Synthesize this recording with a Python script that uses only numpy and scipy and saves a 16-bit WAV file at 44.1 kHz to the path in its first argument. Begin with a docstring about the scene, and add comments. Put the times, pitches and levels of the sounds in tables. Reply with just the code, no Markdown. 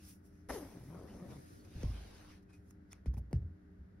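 """In a quiet humming room, heard from close by, a hand slaps a flat cloth piece onto a couch (0.5 s) and
slides it towards a rabbit; stick-slip friction over the weave makes it buzz, scrape and hiss.
The cuff rustles by the microphone (from 1.3 s), then the sleeve drags back over the seat (1.6-2.4 s) as
paws thump the cushion (1.8 s). The rabbit picks the piece up with ticks of teeth and claws, tosses it
and drops on its paws (from 3 s), each impact exciting the cover, frame and cushion of the seat."""
import sys
import numpy as np
from scipy import signal
from scipy.fft import rfft, irfft
from scipy.io import wavfile
from scipy.ndimage import uniform_filter1d

SR = 44100
rng = np.random.default_rng(int(sys.argv[2]) if len(sys.argv) > 2 else 0)


def generate_wav(signal):
    """Clip the signal to [-1, 1] and save it as 16-bit WAV at the path in sys.argv[1]."""
    frames = np.transpose(np.atleast_2d(signal))
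    scaled = np.clip(frames, -1, 1) * 32767
    pcm = np.round(scaled).astype(np.int16)
    wavfile.write(sys.argv[1], SR, pcm)


N = 176400
T = np.arange(N) / SR
HZ = np.fft.rfftfreq(N, 1 / SR)

# Rubbing sounds at the two microphone ports: frequency_hz, correlation, left_minus_right_db
MIC_PORTS = [(49.7, 0.94, -0.5), (129, 0.85, 0.5), (254, 0.94, 0.5), (615, 0, 2), (1070, 0.095, 2.5),
             (2020, 0.61, 0.5), (3300, 0.27, -0.5), (6100, 0, 1.5), (7140, 1, -5), (9050, 0.68, 1.5),
             (11500, 1, 0)]
# The piece as a compact source a little to the left: frequency_hz, correlation, extra_left_minus_right_db
PIECE_POSITION = [(100, 1, -0.5), (290, 1, 0.5), (640, 0.57, 4), (1300, 0.93, 3), (2400, 0.42, -1.5),
                  (5000, .2, 0.5)]
# Two grades of friction: coarse snags on threads and fine slips of fibres
SNAGS = dict(slips_per_s=2600, spread_db=2.5)
FIBRES = dict(slips_per_s=14000, spread_db=3)


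def amp(db):
    """Amplitude ratio of a level in decibels."""
    return 10 ** (np.asarray(db) / 20)


def unit(x):
    """Normalisation to an rms of 1."""
    return x / np.sqrt(np.mean(x ** 2) + 1e-20)


def spectrum(points, column=1):
    """Interpolation of one table column over logarithmic frequency."""
    table = np.array(points, float)
    return np.interp(np.log(HZ + 1), np.log(table[:, 0] + 1), table[:, column])


def envelope(points):
    """Gain interpolated in time from a table's last column (dB); silent outside the table."""
    table = np.array(points)
    sounding = (T > table[0, 0]) & (T < table[-1, 0])
    return amp(np.interp(T, table[:, 0], table[:, -1])) * sounding


def swell(peak_s, rise_s, fall_s, level_db):
    """Peaked envelope, 14 dB down one rise time before the peak and one fall time after."""
    distance = np.where(T < peak_s, (peak_s - T) / rise_s, (T - peak_s) / fall_s)
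    return amp(level_db - 14 * np.minimum(distance, 10) ** 1.4)


def colour(x, points):
    """Minimum-phase filtering: folding the cepstrum makes a table of gains a causal response."""
    cepstrum = irfft(np.log(amp(spectrum(points))), N)
    cepstrum[1:N // 2] *= 2
    cepstrum[N // 2 + 1:] = 0
    return irfft(rfft(x) * np.exp(rfft(cepstrum)), N)


def wander(rate_hz):
    """Random modulation: low-passed noise of rms 1."""
    return unit(irfft(rfft(rng.standard_normal(N)) * np.exp(-(HZ / rate_hz) ** 2), N))


def correlate(pair, points):
    """Partial coherence: mid-side mixing makes independent signals alike or opposed at the two ports."""
    first, second = rfft(pair)
    correlation = np.clip(spectrum(points), -1, 1)
    mid = first * np.sqrt((1 + correlation) / 2)
    side = second * np.sqrt((1 - correlation) / 2)
    return irfft(np.array([mid + side, mid - side]), N)


def add(mix, start_s, sound):
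    """Superposition of a sound onto the mix."""
    part = mix[round(start_s * SR):][:len(sound)]
    part += sound[:len(part)]


def shifting_folds(pair, depth_db=2.5):
    """Spectral modulation: the colour drifts in random patches as new folds of cloth take the load."""
    spectrogram = signal.stft(pair, nperseg=512)[2]
    patches = rng.standard_normal(spectrogram.shape[1:])
    patches = uniform_filter1d(patches, size=4, axis=0)
    patches = uniform_filter1d(patches, size=9, axis=1)
    return signal.istft(spectrogram * amp(depth_db * unit(patches)), nperseg=512)[1][:, :N]


def friction(colour_points, slips_per_s, spread_db, coherence=MIC_PORTS):
    """Stick-slip friction: a dense random train of tiny impulses of uneven size merges into noise."""
    size = amp(spread_db * np.minimum(rng.exponential(1, (2, N)), 4))
    direction = rng.choice([-1, 1], (2, N))
    slipping = rng.random((2, N)) < slips_per_s / SR
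    slips = correlate(size * direction * slipping, coherence)
    return unit(colour(shifting_folds(slips), colour_points))


def room():
    """Ambient noise: a low, partly coherent floor under hum tones that waver in phase and amplitude."""
    # Spectrum of the room noise: frequency_hz, gain_db
    air_colour = [(20, -20), (40, -5), (90, 4.5), (130, -7.5), (190, -11.5), (240, -6.5), (310, -10),
                  (450, -19.5), (620, -20.5), (1050, -31), (1450, -25), (1950, -28.5), (2400, -39.5),
                  (3200, -44), (5400, -45.5), (8000, -53.5), (12000, -52), (15500, -70.5)]
    # Its coherence between the ports: frequency_hz, correlation
    air_coherence = [(60, 1), (130, 0.94), (290, .63), (640, -0.54), (1400, 0.014), (3100, -0.038),
                     (12000, 0.96)]
    # Tones of the hum: pitch_hz, level_db
    hum_tones = [(180, -68), (198, -69), (300.5, -69.5), (399, -75.5)]
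    air = correlate(rng.standard_normal((2, N)), air_coherence)
    air = amp(-60) * unit(colour(air, air_colour))
    hum = np.zeros(N)
    for pitch_hz, level_db in hum_tones:
        tone = np.sin(2 * np.pi * pitch_hz * T + 0.89 * wander(rate_hz=9.3))
        hum += amp(level_db) * unit(tone * (1 + 0.37 * wander(rate_hz=4.5)))
    return air + hum


def reverberation(direct, level_db=-28, t60_s=0.11):
    """Diffuse reflections: absorption in a furnished room leaves a faint, short exponential tail."""
    t = T[:SR // 2]
    tail = rng.standard_normal((2, len(t))) * amp(-60 * t / t60_s) * (t > 0.005)
    tail /= np.linalg.norm(tail[0])
    return amp(level_db) * signal.fftconvolve(direct, tail, axes=1)[:, :N]


def forearm():
    """Coarse friction: the forearm leans and rubs on the cushion with a dull rumble."""
    # Strength of the rubbing: time_s, level_db
    rub_levels = [(.66, -73), (.78, -60), (1.1, -60), (1.3, -52.5), (1.45, -63.5), (1.7, -60), (1.9, -54.5),
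                  (2.25, -79), (2.4, -91)]
    # Spectrum of the rumble: frequency_hz, gain_db
    rub_colour = [(30, -35), (70, 2), (110, 5.5), (160, 0.5), (260, 0.5), (420, -9.5), (700, -24.5),
                  (2000, -47.5)]
    return friction(rub_colour, **SNAGS) * envelope(rub_levels)


def cuff():
    """Near-field friction: cloth rustles so close that its midrange drives the ports in antiphase."""
    # Strength of the rustle: time_s, level_db
    rustle_levels = [(1.3, -66), (1.45, -61.5), (1.57, -62), (1.65, -68), (1.75, -75)]
    # Spectrum of the rustle: frequency_hz, gain_db
    rustle_colour = [(150, 0), (350, 5.5), (600, -3), (1000, -11), (1250, -7), (1450, -6), (1800, -16),
                     (3000, -21), (9000, -23.5), (15000, -32)]
    # Coherence between the ports: frequency_hz, correlation (clipped to -1..1 in use)
    rustle_coherence = [(150, 0.3), (350, -0.94), (650, -1.16), (1500, -0.9), (5000, 1)]
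    return friction(rustle_colour, **FIBRES, coherence=rustle_coherence) * envelope(rustle_levels)


def sleeve():
    """Sliding friction: fine fibres slip almost evenly as the sleeve drags back over the seat."""
    # Strength of the drag: time_s, level_db
    drag_levels = [(1.62, -76), (1.71, -66.5), (1.76, -59.5), (1.82, -55), (1.88, -58.5), (2.0, -58.5),
                   (2.12, -60), (2.2, -60), (2.26, -62), (2.32, -59.5), (2.38, -68.5), (2.43, -86)]
    # Spectrum of the drag: frequency_hz, gain_db
    drag_colour = [(60, 15.5), (250, 3.5), (450, 7.5), (800, 4), (1400, -0.5), (2300, -0.5), (3300, -3.5),
                   (5500, -3), (7500, -13), (9500, -9.5), (11500, -15), (13200, -21), (15500, -23)]
    return friction(drag_colour, **FIBRES) * envelope(drag_levels) * amp(0.27 * wander(rate_hz=29))


def soft_swells():
    """Amplitude envelopes shape fine noise into short swells, each with its own spectral tilt."""
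    # Brushing of fibres, except the last row, a soft, dull wash of noise just after the 3.33 s thump:
    # peak_s, rise_s, fall_s, level_db, tilt_db_per_octave (above 1 kHz)
    swells = [(.05, 0.12, 0.086, -68, -2), (.10, 0.061, 0.058, -59.5, 4), (.26, 0.027, .04, -71.5, 3),
              (.36, 0.065, 0.16, -79.5, -1), (1.085, .015, .02, -66, -7.5),
              (1.308, 0.014, .03, -62.5, -6.5), (1.55, .12, 0.089, -70, 1),
              (1.648, 0.0043, 0.021, -68, -4.5), (2.427, .006, 0.017, -78, -3),
              (2.504, 0.016, 0.023, -70, -6.5), (2.535, 0.01, 0.047, -70.5, -4), (2.58, .05, 0.09, -89, 4),
              (2.695, 0.048, 0.053, -77.5, 1), (2.709, 0.0058, 0.0057, -71, 6),
              (2.922, 0.011, 0.0093, -63, -2), (2.945, 0.055, 0.059, -70, -7.5),
              (3.062, .004, 0.027, -63.5, -6.5), (3.142, 0.0079, 0.016, -70.5, -1.5),
              (3.182, 0.01, 0.014, -64, 2.5), (3.343, 0.013, 0.046, -68.5, -7)]
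    # Spectrum of the noise before the tilt: frequency_hz, gain_db
    noise_colour = [(300, -10.5), (1500, -5.5), (2500, -2.5), (3200, -7), (4400, -4.5), (5450, 4),
                    (6200, -0.5), (8000, -5), (9500, 1), (11300, -3), (13000, -9.5), (14800, -5),
                    (15800, -12)]
    noise = rfft(friction(noise_colour, **FIBRES))
    octaves = np.log2(np.maximum(HZ, 1000) / 1000)
    out = np.zeros((2, N))
    for peak_s, rise_s, fall_s, level_db, tilt in swells:
        tilted = unit(irfft(noise * amp(tilt * octaves), N))
        out += tilted * swell(peak_s, rise_s, fall_s, level_db)
    return out


def scuffs():
    """Transient friction: paws and fingers snag on a few threads in short, dull rubs."""
    # Rubs on the weave: peak_s, rise_s, fall_s, level_db
    rubs = [(1.264, .003, 0.0098, -60), (1.315, 0.01, .025, -61.5), (1.836, 0.0088, 0.018, -54.5),
            (2.204, 0.026, 0.014, -62.5), (3.142, 0.0078, 0.012, -56), (3.176, 0.007, 0.022, -57),
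            (3.312, .004, 0.018, -59), (3.429, 0.018, 0.016, -68)]
    # Spectrum of the rubs: frequency_hz, gain_db
    rub_colour = [(100, -16.5), (300, 2.5), (500, 6.5), (850, -0.5), (1300, -10), (2200, -22), (4000, -29),
                  (12000, -34)]
    return friction(rub_colour, **SNAGS) * sum(swell(*rub) for rub in rubs)


def squeaks():
    """Resonance: rubbing noise briefly excites narrow modes of fibres and gripped edges."""
    # Excited modes: peak_s, rise_s, fall_s, pitch_hz, width_hz, level_db
    modes = [(0.531, 0.021, 0.12, 11500, 1000, -62), (0.83, 0.25, 0.17, 16000, 490, -79),
             (1.3, .015, 0.022, 2380, 170, -71), (1.1, .01, 0.051, 2774, 590, -70.5),
             (1.6, .01, 0.037, 4460, 610, -74), (2.537, 0.04, 0.045, 2520, 90, -73),
             (2.923, 0.0064, .008, 5450, 260, -63), (2.921, 0.0051, 0.0073, 9600, 480, -66),
             (2.925, .008, .015, 3430, 240, -69.5)]
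    rub = rfft(rng.standard_normal(N))
    out = np.zeros(N)
    for peak_s, rise_s, fall_s, pitch_hz, width_hz, level_db in modes:
        resonance = 1 / (1 + 2j * (HZ - pitch_hz) / width_hz) ** 2
        out += unit(irfft(rub * resonance, N)) * swell(peak_s, rise_s, fall_s, level_db)
    return out


def ticks(crumble_decay_s=0.0016, ring_peak_s=0.00045, upper_mode_ratio=1.396):
    """Hard impact: claws and teeth give a snap, a crumble and a thin ring, all within milliseconds."""
    # Contacts: start_s, snap_db (before filtering), ring_hz, ring_db
    contacts = [(1.8323, -40, 6030, -46), (2.7088, -48, 6740, -58), (2.9303, -41, 6570, -45),
                (2.9312, -39.5, 2380, -55), (3.0591, -47.5, 2230, -57), (3.1412, -65, 6000, -64),
                (3.1692, -52, 2400, -67), (3.3298, -36, 4790, -49), (3.3308, -37, 5770, -55)]
    # Filter on the snap and crumble: frequency_hz, gain_db
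    snap_colour = [(200, -9), (700, 8), (1300, 11), (2100, 9), (2600, 9.5), (3600, -6), (5500, -3),
                   (8000, 5.5), (11000, -3), (15000, -10)]
    t, snaps, rings = T[:SR // 50], np.zeros(N), np.zeros(N)
    ring_envelope = t / ring_peak_s * np.exp(1 - t / ring_peak_s)
    for start_s, snap_db, ring_hz, ring_db in contacts:
        crumble = amp(-18) * np.exp(-t / crumble_decay_s) * rng.standard_normal(len(t))
        add(snaps, start_s, amp(snap_db) * (signal.unit_impulse(len(t)) + crumble))
        phase = 2 * np.pi * ring_hz * t
        ring = np.sin(phase) + amp(-7) * np.sin(upper_mode_ratio * phase)
        add(rings, start_s, amp(ring_db) * ring * ring_envelope)
    return colour(snaps, snap_colour) + rings


def cover_twang(t, top_hz=1498, sag_s=0.0001168, rise_s=0.0043, decay_s=0.037):
    """Membrane vibration: the struck, taut cover twangs in a damped falling chirp."""
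    pitch_hz = top_hz / np.sqrt(1 + t / sag_s)
    chirp = -np.sin(2 * np.pi * np.cumsum(pitch_hz) / SR)
    return chirp * np.sqrt(t / (t + rise_s)) * np.exp(-t / decay_s)


def frame_ring(t):
    """Modal vibration: the struck seat frame rings as a sum of damped sinusoids."""
    # Modes of the frame: pitch_hz, level_db (relative to the cover), t60_s
    modes = [(85.54, -11.5, 0.72), (116.5, -14, 0.35), (150, -13.5, 0.29), (188.4, -10, 0.1),
             (240, -15, .05), (305, -40, 0.11), (396, -43, 0.14)]
    return sum(amp(level_db - 60 * t / t60_s) * np.sin(2 * np.pi * hz * t) * (1 - np.exp(-t * hz))
               for hz, level_db, t60_s in modes)


def seat_thumps(give_s=0.0096, settle_s=0.25, shudder_db=-5, shudder_t60_s=0.32):
    """Soft impact: a blow excites cover and frame, bounces the springy cushion and shakes its stuffing."""
    # Blows of the landing piece, then of paws:
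    # start_s, cover_db, cutoff_hz (higher is harder), cushion_db, cushion_hz, cushion_t60_s
    blows = [(0.496, -51, 500, -42.5, 60.5, 0.26), (1.751, -39.5, 200, -34.5, 62, 0.13),
             (1.8328, -29.5, 750, -32.5, 53.2, 0.78), (1.888, -43, 140, -50, 60, .2),
             (3.0593, -35.5, 1490, -39, 60.6, 0.24), (3.0711, -49, 150, -24, 61.7, 0.28),
             (3.13, -42, 220, -60.5, 71, 0.18), (3.169, -37.5, 266, -42, 60.7, 0.99),
             (3.3294, -26, 1520, -29.5, 63.1, 0.44), (3.424, -48.5, 350, -42, 84.4, 0.46),
             (3.784, -54.5, 248, -46.5, 68.8, 0.37)]
    # How the seat radiates a blow: frequency_hz, gain_db
    radiation = [(25, 4), (60, -1), (115, 0.5), (160, -1), (210, 1), (300, -4), (450, -0.5), (750, 0.5),
                 (1100, 0), (2000, 1.5)]
    # Spectrum of the shuddering stuffing: frequency_hz, gain_db
    stuffing_colour = [(20, -19), (45, -3.5), (85, 1), (125, 1), (170, -12.5), (240, -17.5), (500, -33.5),
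                       (2000, -74)]
    t, thumps, shudder = T[:SR], np.zeros(N), np.zeros(N)
    cover_and_frame = cover_twang(t) + frame_ring(t)
    give = 1 - np.exp(-(t / give_s) ** 2)
    settling = np.exp(-(t / settle_s) ** 4)  # the weight settles and cuts the ringing short
    for start_s, cover_db, cutoff_hz, cushion_db, cushion_hz, t60_s in blows:
        knock = amp(cover_db) * signal.lfilter(*signal.butter(2, cutoff_hz, fs=SR), cover_and_frame)
        bounce_envelope = give * amp(cushion_db - 60 * (t - give_s) / t60_s)
        bounce = np.sin(2 * np.pi * cushion_hz * t) * bounce_envelope
        add(thumps, start_s, (knock + bounce) * settling)
        add(shudder, start_s, give * amp(cover_db + shudder_db - 60 * t / shudder_t60_s))
    stuffing = unit(colour(rng.standard_normal(N), stuffing_colour))
    return colour(thumps, radiation) + shudder * stuffing


def piece_slap():
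    """Impulse response: the piece lands edge after edge, each pulse exciting the same short slap."""
    # Edges landing: start_s, level_db (before filtering), cutoff_hz (higher is harder)
    edges = [(0.4949, -32, 4970), (.4987, -27.5, 3000), (.5026, -27, 6000), (0.506, -24, 2000),
             (0.5103, -27.5, 1500)]
    # Spectrum of the slap: frequency_hz, relative_gain_db
    slap_colour = [(30, -29), (65, -8), (150, -16), (280, 11.5), (520, 8.5), (840, 8.5), (1100, 5),
                   (1500, 0.5), (1950, 5.5), (2700, -19), (5600, -15), (11000, -5.5), (15000, -67)]
    pulses = np.zeros(N)
    for start_s, level_db, cutoff_hz in edges:
        impulse = amp(level_db) * signal.unit_impulse(SR // 100)
        add(pulses, start_s, signal.lfilter(*signal.butter(1, cutoff_hz, fs=SR), impulse))
    response = colour(signal.unit_impulse(N), slap_colour)
    return signal.fftconvolve(pulses, response / abs(response).max())[:N]


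def piece_slide(speed_jitter=0.04, overtone_db_per_octave=-11, rasp_db=3):
    """Periodic friction: the piece buzzes at the rate it crosses threads, over a scrape and a hiss."""
    # Motion over the weave: time_s, threads_per_s, buzz_db
    motion = [(0.511, 622, -54), (.545, 490, -51.5), (.57, 387, -43), (.6, 333, -58), (0.629, 260, -51),
              (0.669, 280, -61), (.70, 228, -62), (.81, 131, -52.5), (.87, 126, -56), (.93, 172, -52),
              (0.971, 175, -54.5), (1.061, 215, -69), (1.23, 177, -53), (1.3, 174, -72),
              (1.389, 135, -51.5), (1.478, 100, -72)]
    # Strength of the scrape on the threads: time_s, level_db
    scrape_levels = [(.489, -48), (.515, -46.5), (.55, -50.5), (.61, -52), (.69, -58), (.76, -56.5),
                     (.87, -64), (.95, -52.5), (1.05, -54), (1.09, -57), (1.22, -56.5), (1.32, -55.5),
                     (1.4, -66.5), (1.5, -105), (1.68, -66)]
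    # Spectrum of the scrape: frequency_hz, gain_db
    scrape_colour = [(25, -8), (80, 7), (170, -2), (300, 4.5), (520, -0.5), (900, -8.5), (1300, -13),
                     (2000, -26.5), (3000, -33.5), (8000, -59)]
    # Strength of the hiss of fibres under the piece: time_s, level_db
    hiss_levels = [(.487, -63), (.5, -50.5), (.518, -54.5), (.545, -52.5), (.6, -60), (.68, -65.5),
                   (.8, -69), (1.0, -70.5), (1.27, -69.5), (1.36, -67), (1.48, -69), (1.57, -75),
                   (1.63, -76), (1.72, -75.5), (1.8, -86)]
    # Spectrum of the hiss: frequency_hz, gain_db
    hiss_colour = [(300, -4), (1000, -4), (1900, 9.5), (2800, -0.5), (4300, 1), (5600, 5), (7500, -2),
                   (9000, 3), (11400, 0), (13000, -7), (14800, -1), (15800, -25)]
    time_s, threads_per_s, _ = np.transpose(motion)
    crossing_hz = np.interp(T, time_s, threads_per_s) * (1 + speed_jitter * wander(rate_hz=116))
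    phase = 2 * np.pi * np.cumsum(crossing_hz) / SR
    harmonics = sum(amp(overtone_db_per_octave * np.log2(k)) * np.sin(k * phase) for k in range(1, 5))
    buzz = unit(harmonics) * envelope(motion) * (1 + 0.38 * wander(rate_hz=120))
    grip = wander(rate_hz=88)
    rasp = unit(amp(rasp_db * np.cos(phase)))  # the scrape swells at every thread crossed
    snags = friction(scrape_colour, **SNAGS, coherence=PIECE_POSITION)
    scrape = snags * envelope(scrape_levels) * rasp * amp(1.1 * grip)
    hiss = friction(hiss_colour, **FIBRES) * envelope(hiss_levels) * amp(0.35 * grip)
    return buzz + scrape + hiss


def cloth_piece():
    """Localisation: a level difference between the ports sets the slap and slide slightly left."""
    left_gain = amp(spectrum(PIECE_POSITION, column=2) / 2)
    return irfft(rfft(piece_slap() + piece_slide()) * np.array([left_gain, 1 / left_gain]), N)


def scene():
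    """Superposition of the direct sound from the couch, its reverberation and the room noise."""
    direct = cloth_piece() + forearm() + cuff() + sleeve()
    direct += soft_swells() + scuffs() + squeaks() + ticks() + seat_thumps()
    return direct + reverberation(direct) + room()


def record(dry, band_limit_hz=15800):
    """Two-port pickup: level and phase differences between the channels, then a low-pass band limit."""
    # Phase by which the left port leads: frequency_hz, lead_rad
    port_phase = [(200, 0), (600, .45), (1100, .05), (2000, .2), (3200, .7), (5500, 1.3), (7600, 3.14),
                  (9500, 4.75), (11300, 6.3), (12800, 7), (14200, 9.3), (15600, 11.5)]
    left_response = amp(spectrum(MIC_PORTS, column=2) / 2) * np.exp(1j * spectrum(port_phase) / 2)
    pair = irfft(rfft(dry) * np.array([left_response, 1 / left_response]), N)
    low_pass = signal.firwin(511, band_limit_hz, window=("kaiser", 9), fs=SR)
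    return signal.oaconvolve(pair, low_pass[None], "same", axes=1)


dry = scene()
out = record(dry)
generate_wav(out)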